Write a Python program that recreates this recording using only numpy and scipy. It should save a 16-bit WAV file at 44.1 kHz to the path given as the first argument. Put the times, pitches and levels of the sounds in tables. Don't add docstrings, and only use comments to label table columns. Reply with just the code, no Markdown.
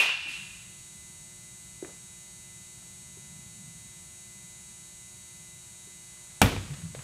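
import sys
import numpy as np
from scipy import signal
from scipy.fft import rfft, irfft, next_fast_len
from scipy.io import wavfile
from scipy.ndimage import uniform_filter1d, minimum_filter1d

SR = 44100
rng = np.random.default_rng(int(sys.argv[2]) if len(sys.argv) > 2 else 0)


def waveform_to_disk(signal):
    frames = np.transpose(np.atleast_2d(signal))
    scaled = np.clip(frames, -1, 1) * 32767
    samples = np.round(scaled).astype(np.int16)
    wavfile.write(sys.argv[1], SR, samples)


N = 310023
T = np.arange(N) / SR
LAMP_HZ, TOP_HZ = 120.05, 15400
# (time [s], strength [dB], brightness [Hz])
BLOWS = [(6.4163, -5.5, 2200), (6.4177, -4.5, 18100), (6.4201, -16.5, 2500), (6.4241, -25, 8000),
         (6.427, -14.5, 9000), (6.46, -21.5, 4000), (6.468, -40, 2000), (6.493, -32, 3000),
         (6.520, -17, 800), (6.564, -25.5, 2510)]


def bat(direct_t60=0.14, tick_db=-19, tick_t60=0.055, build_s=0.0093):
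    # (pitch [Hz], direct level [dB], hall level [dB], hall width [Hz], hall t60 [s])
    barrel = [(2460, -30, -25, 61, 1), (2493, -12, -21, 88, 0.48), (2702, -11, -21.5, 65, 1),
              (2764, -22, -29.5, 26, 0.91), (2916, -47, -27, 68, 1), (3630, -31, -32, 62, 0.6)]
    # (frequency [Hz], octave level [dB], t60 [s])
    crack = [(100, -70, .5), (220, -49, 0.39), (424, -40.5, 0.33), (780, -29.5, 0.43), (1190, -32.5, 0.64),
             (1900, -23.5, 0.61), (3300, -22, 0.77), (4800, -32, 0.88), (8000, -31.5, 0.4),
             (11500, -31.5, 0.25), (15000, -49, 0.29)]
    # (delay [s], level [dB])
    echoes = [(.033, -19), (0.058, -11), (.092, -12), (0.123, -24), (0.271, -20)]
    size = 2 * SR
    t = T[:size]
    ring = modes([(hz, db, direct_t60) for hz, db, *_ in barrel], size)
    out = ring + die_away(crack, size, late_db=-10.5, late_stretch=1.96)
    for hz, _, hall_db, width, t60 in barrel:
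        out += undb(hall_db) * band(hz, width, size) * fade(t, t60) * rise(t, build_s)
    for s, db in echoes:
        tick = noise(lambda f: np.exp(-np.log2(f / 1700) ** 2) / f, size) * fade(t, tick_t60)
        add(out, s, undb(db) * (ring + undb(tick_db) * tick))
    return out * np.minimum(t / 0.00094, 1)


def backstop(snap_db=12, scatter_db=-5, sting_swell_s=0.0005, build_s=0.0066):
    # (frequency [Hz], octave level [dB], t60 [s])
    smack = [(100, -33, 0.042), (220, -15, 0.082), (398, -28, 0.031), (734, -3.5, 0.036),
             (1090, -12.5, 0.088), (1720, -16, 0.023), (2640, -0.5, 0.036), (4260, -13, 0.029),
             (7600, -7.5, 0.039), (11500, -7, .014), (15000, -14, 0.014)]
    # (frequency [Hz], octave level [dB], t60 [s])
    smack_hall = [(45, -30, 0.58), (100, -30.5, 0.58), (200, -24, 0.42), (397, -23.5, 0.38),
                  (765, -29, 0.36), (1510, -27, 0.4), (2870, -26, 0.48), (4400, -36, 0.75),
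                  (8000, -34.5, 0.46), (14000, -29.5, 0.18)]
    # (pitch [Hz], level [dB], t60 [s])
    frame = [(275, -15, 0.164), (366, -16, 0.14), (475, -12, 0.083), (640, -11.5, 0.014), (780, -7, 0.018),
             (863, -14, 0.054), (1270, -15, 0.031), (1490, -23, 0.028), (2330, -10, 0.027),
             (2940, -21, 0.037), (3340, -17, 0.026)]
    # (centre [Hz], width [Hz], level [dB])
    sting = [(2590, 550, -8.5), (12500, 4300, -16.5)]
    out, t = np.zeros(N), T[:SR]
    for s, db, bright_hz in BLOWS:
        blow = undb(scatter_db) * die_away(smack, SR // 4) - modes(frame, SR // 4)
        add(blow, 0, undb(snap_db) * snap(smack))
        softness = signal.butter(1, bright_hz, fs=SR)
        add(out, s, undb(db) * signal.lfilter(*softness, blow))
    hardest_s = max(BLOWS, key=lambda blow: blow[1])[0]
    for hz, width, db in sting:
        add(out, hardest_s, undb(db) * swell(t, sting_swell_s) * band(hz, width, SR))
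    hall = die_away(smack_hall, SR, late_db=-15, late_stretch=2.35)
    add(out, hardest_s, hall * rise(t, build_s))
    return out


def sheet(first_flap_s=6.555, swing_s=0.134, flap_db=-27, loss_db=3, shudder_db=-38):
    # (pitch [Hz], level [dB], lag behind the smack [s])
    booms = [(194, -14, 0.0005), (108.5, -13.5, 0.0188), (59, -22, 0.012)]
    flap_pitches = [97.3, 143.6, 164.8, 135]
    out, t = np.zeros(N), T[:SR // 2]
    smack_s = BLOWS[0][0]
    for hz, db, lag in booms:
        boom = np.sin(2 * np.pi * hz * t) + 0.19 * band(hz, hz / 2, len(t))
        add(out, smack_s + lag, undb(db) * swell(t, peak_s=0.013) * boom)
    for k, hz in enumerate(flap_pitches):
        lower_mode = undb(-11.5) * np.sin(2 * np.pi * 0.627 * hz * t)
        flap = np.sin(2 * np.pi * hz * t) + lower_mode + 0.15 * band(hz, hz / 2, len(t))
        envelope = undb(flap_db - k * loss_db) * swell(t, peak_s=0.023)
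        add(out, first_flap_s + k * swing_s, envelope * flap)
    shudder = fade(T[:SR], t60=2.8) * band(hz=130, width=90, size=SR)
    add(out, smack_s, undb(shudder_db) * shudder)
    return out


def taps(contact_s=0.00091, click_t60=0.026, hall_db=-26, hall_t60=0.41, click_hall_db=-14):
    # (time [s], thud level [dB], pitch [Hz], t60 [s], click strength [dB], click top [Hz])
    contacts = [(0.257, -44, 318, .08, -46, 1000), (1.826, -21.5, 364, 0.029, -43, 1500),
                (1.847, -33, 344, 0.04, -36, 2300), (1.879, -43, 380, 0.051, -53, 1800),
                (1.891, -46, 357, .04, -43, 1800), (2.825, -56, 654, .03, -50, 1500),
                (2.865, -55, 323, .05, -61, 1500), (3.171, -44.5, 386, 0.053, -54, 1200),
                (5.873, -47.5, 397, .04, -59, 1500), (6.9487, -27.5, 490, 0.015, -33.5, 4000),
                (6.991, -50, 450, .03, -37, 2500)]
    out, t = np.zeros(N), T[:SR // 2]
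    wash = fade(t, hall_t60) * rise(t, 0.0076)
    for s, db, hz, t60, click_db, top_hz in contacts:
        thud = np.sin(2 * np.pi * hz * t) * fade(t, t60) * rise(t, contact_s)
        thud += undb(hall_db) * wash * band(hz, hz, len(t))
        click = noise(lambda f: 1 / (1 + (f / top_hz) ** 8), len(t))
        click *= fade(t, click_t60) + undb(click_hall_db) * wash
        add(out, s, undb(db) * thud + undb(click_db) * click / 2)
    return out


def far_net(arrival_s=0.28, give_s=0.0033):
    # (frequency [Hz], octave level [dB], t60 [s])
    swish = [(150, -62, 0.27), (322, -49, 0.26), (500, -68, 0.19), (850, -59, 0.17), (1300, -63, 0.23),
             (2200, -37, 0.39), (3600, -40, 0.49), (6000, -46, .5), (10000, -43.5, 0.32), (15000, -64, .25)]
    out = np.zeros(N)
    add(out, arrival_s, die_away(swish, SR) * rise(T[:SR], give_s))
    return out


def rustle(centre_hz=2200, octaves=1.4, patchy_db=4, attack_s=0.044, release_t60=0.67):
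    # (start [s], length [s], level [dB])
    moves = [(6.077, 0.45, -66), (6.53, 0.22, -53), (6.978, 0.06, -52)]
    spurts = undb(wander(patchy_db, per_second=200))
    rub = noise(lambda f: np.exp(-(np.log2(f / centre_hz) / octaves) ** 2) / f, N)
    motion = np.zeros(N)
    for s, length, db in moves:
        envelope = np.minimum(T / attack_s, 1) * fade(np.maximum(T - length, 0), release_t60)
        add(motion, s, undb(db) * envelope)
    return rub * spurts * motion


def lamps(scatter_db=1.5, waver=0.16):
    # (frequency [Hz], level per overtone [dB])
    buzz = [(120, -69.5), (240, -87), (1200, -77.5), (1450, -76.5), (1750, -85), (2400, -77.5),
            (3000, -77.5), (4200, -78), (5000, -81.5), (5500, -76.5), (6100, -70.5), (7500, -79),
            (9200, -79), (10000, -82), (12000, -79), (15000, -95.5)]
    # (frequency [Hz], level [dB])
    housings = [(360, -72), (480, -83), (600, -76), (720, -77), (840, -77), (960, -74), (1080, -80),
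                (2881, -73), (3842, -65), (3962, -74), (4442, -68), (5760, -71), (6002, -72), (6363, -67),
                (6603, -61), (6723, -59), (7083, -63), (7203, -60), (7803, -63), (7923, -66), (8043, -60),
                (8163, -61), (8404, -60), (8524, -67), (9244, -65), (9964, -72), (10084, -67), (10204, -66),
                (10324, -68), (10684, -72)]
    overtones = LAMP_HZ * np.arange(1, int(TOP_HZ / LAMP_HZ))
    levels = read(buzz, overtones) + scatter_db * rng.standard_normal(len(overtones))
    for hz, db in housings:
        levels[np.argmin(abs(overtones - hz))] = db
    return sum(tone(hz, db, waver) for hz, db in zip(overtones, levels))


def fan_motor(gain_db=1, waver=0.18):
    # (frequency [Hz], relative level [dB])
    whine = [(1543, -81), (1783, -78), (2023, -65), (2143, -76), (2263, -84), (2383, -78), (2503, -84),
             (2623, -85), (3806, -76), (4166, -82), (4286, -83)]
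    return sum(tone(hz, db + gain_db, waver) for hz, db in whine)


def ventilation(rumble_top_hz=300, sag_db_per_s=0.62, sizzle=0.2, drone_db=-53, peak_s=3.58):
    # (frequency [Hz], octave level [dB])
    room_tone = [(25, -74), (55, -64), (110, -59.5), (190, -56), (250, -72.5), (330, -71), (500, -79.5),
                 (1000, -76), (2000, -74), (4000, -65.5), (5200, -67.5), (8000, -53.5), (10000, -56.5),
                 (12000, -69), (15000, -71)]

    def density(hz):
        return undb(read(room_tone, hz)) ** 2 / (np.maximum(hz, 20) * np.log(2))

    air = noise(density, N) * np.sqrt(np.mean(density(frequencies(2 ** 19))) * SR / 2)
    rumble = signal.sosfiltfilt(signal.butter(2, rumble_top_hz, fs=SR, output="sos"), air)
    hiss = (air - rumble) * (1 + sizzle * np.sin(2 * np.pi * LAMP_HZ * T))
    spread_s = np.where(T < peak_s, 0.55, 0.33)
    surge = np.exp(-((T - peak_s) / spread_s) ** 2)
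    drone = undb(drone_db) * surge * band(hz=156, width=71, size=N)
    return rumble * undb(0.65 - sag_db_per_s * T) + drone + hiss


def modes(table, size):
    t = T[:size]
    return sum(undb(db) * np.sin(2 * np.pi * hz * t) * fade(t, t60) for hz, db, t60 in table)


def snap(table, size=2048):
    hz = frequencies(size, floor_hz=20)
    cepstrum = irfft(np.log(undb(read(table, hz)) / np.sqrt(hz)))
    pulse = irfft(np.exp(rfft(2 * cepstrum[:size // 2], size)))
    return pulse / np.linalg.norm(pulse)


def die_away(table, size, late_db=-100, late_stretch=1.7):
    out, t = 0, T[:size]
    for hz in 1000 * 2 ** (np.arange(-14, 13) / 3):
        t60 = read(table, hz, column=2)
        envelope = np.hypot(fade(t, t60), undb(late_db) * fade(t, t60 * late_stretch))
        out += undb(read(table, hz)) * envelope * band(hz, hz / 4, size) / np.sqrt(3)
    return out


def tone(hz, db, waver):
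    sway = 1 + wander(waver, per_second=16)
    return np.sqrt(2) * undb(db) * sway * np.sin(2 * np.pi * (hz * T + rng.random()))


def wander(depth, per_second):
    knots = T[::SR // per_second]
    return np.interp(T, knots, depth * rng.standard_normal(len(knots)))


def noise(power, size):
    length = next_fast_len(size)
    hz = frequencies(length)
    phases = np.exp(2j * np.pi * rng.random(len(hz)))
    x = irfft(np.sqrt(power(hz)) * phases, length)[:size]
    return x / np.std(x)


def band(hz, width, size):
    return noise(lambda f: np.exp(-2 * ((f - hz) / width) ** 2), size)


def rise(t, time_s):
    return 1 - np.exp(-t / time_s)


def fade(t, t60):
    return np.exp(-np.log(1000) * t / t60)


def swell(t, peak_s):
    return (t / peak_s * np.exp(1 - t / peak_s)) ** 2


def undb(db):
    return 10 ** (np.asarray(db) / 20)


def frequencies(size, floor_hz=1):
    return np.maximum(np.fft.rfftfreq(size, 1 / SR), floor_hz)


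def read(table, hz, column=1):
    table = np.array(table)
    return np.interp(np.log(hz), np.log(table[:, 0]), table[:, column])


def add(out, s, sound):
    i = max(int(s * SR), 0)
    out[i:i + len(sound)] += sound[:max(len(out) - i, 0)]


def scene():
    out = lamps() + fan_motor() + ventilation() + far_net() + backstop() + sheet() + rustle() + taps()
    add(out, 0, bat())
    return out[None]


def gain_control(x, threshold_db=-21, slope=0.65, hold_s=0.26, release_s=0.083):
    treble = signal.sosfilt(signal.butter(2, 1800, "high", fs=SR, output="sos"), x)
    level = np.sqrt(np.abs(uniform_filter1d(treble ** 2, SR // 40)) + 1e-12)
    wanted = np.minimum(1, undb(threshold_db) / level) ** slope
    hold, release = int(hold_s * SR), int(release_s * SR)
    held = minimum_filter1d(wanted, hold, origin=(hold - 1) // 2, mode="nearest")
    eased = uniform_filter1d(held, release, origin=(release - 1) // 2, mode="nearest")
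    return x * np.minimum(held, eased)


def record(dry):
    low_cut = signal.butter(2, 38, "high", fs=SR, output="sos")
    high_cut = signal.ellip(8, 0.2, 70, TOP_HZ, fs=SR, output="sos")
    ducked = gain_control(signal.sosfilt(low_cut, dry[0]))
    rounded = ducked / (1 + ducked ** 6) ** (1 / 6)
    return signal.sosfilt(high_cut, rounded)[None]


dry = scene()
out = record(dry)
waveform_to_disk(out)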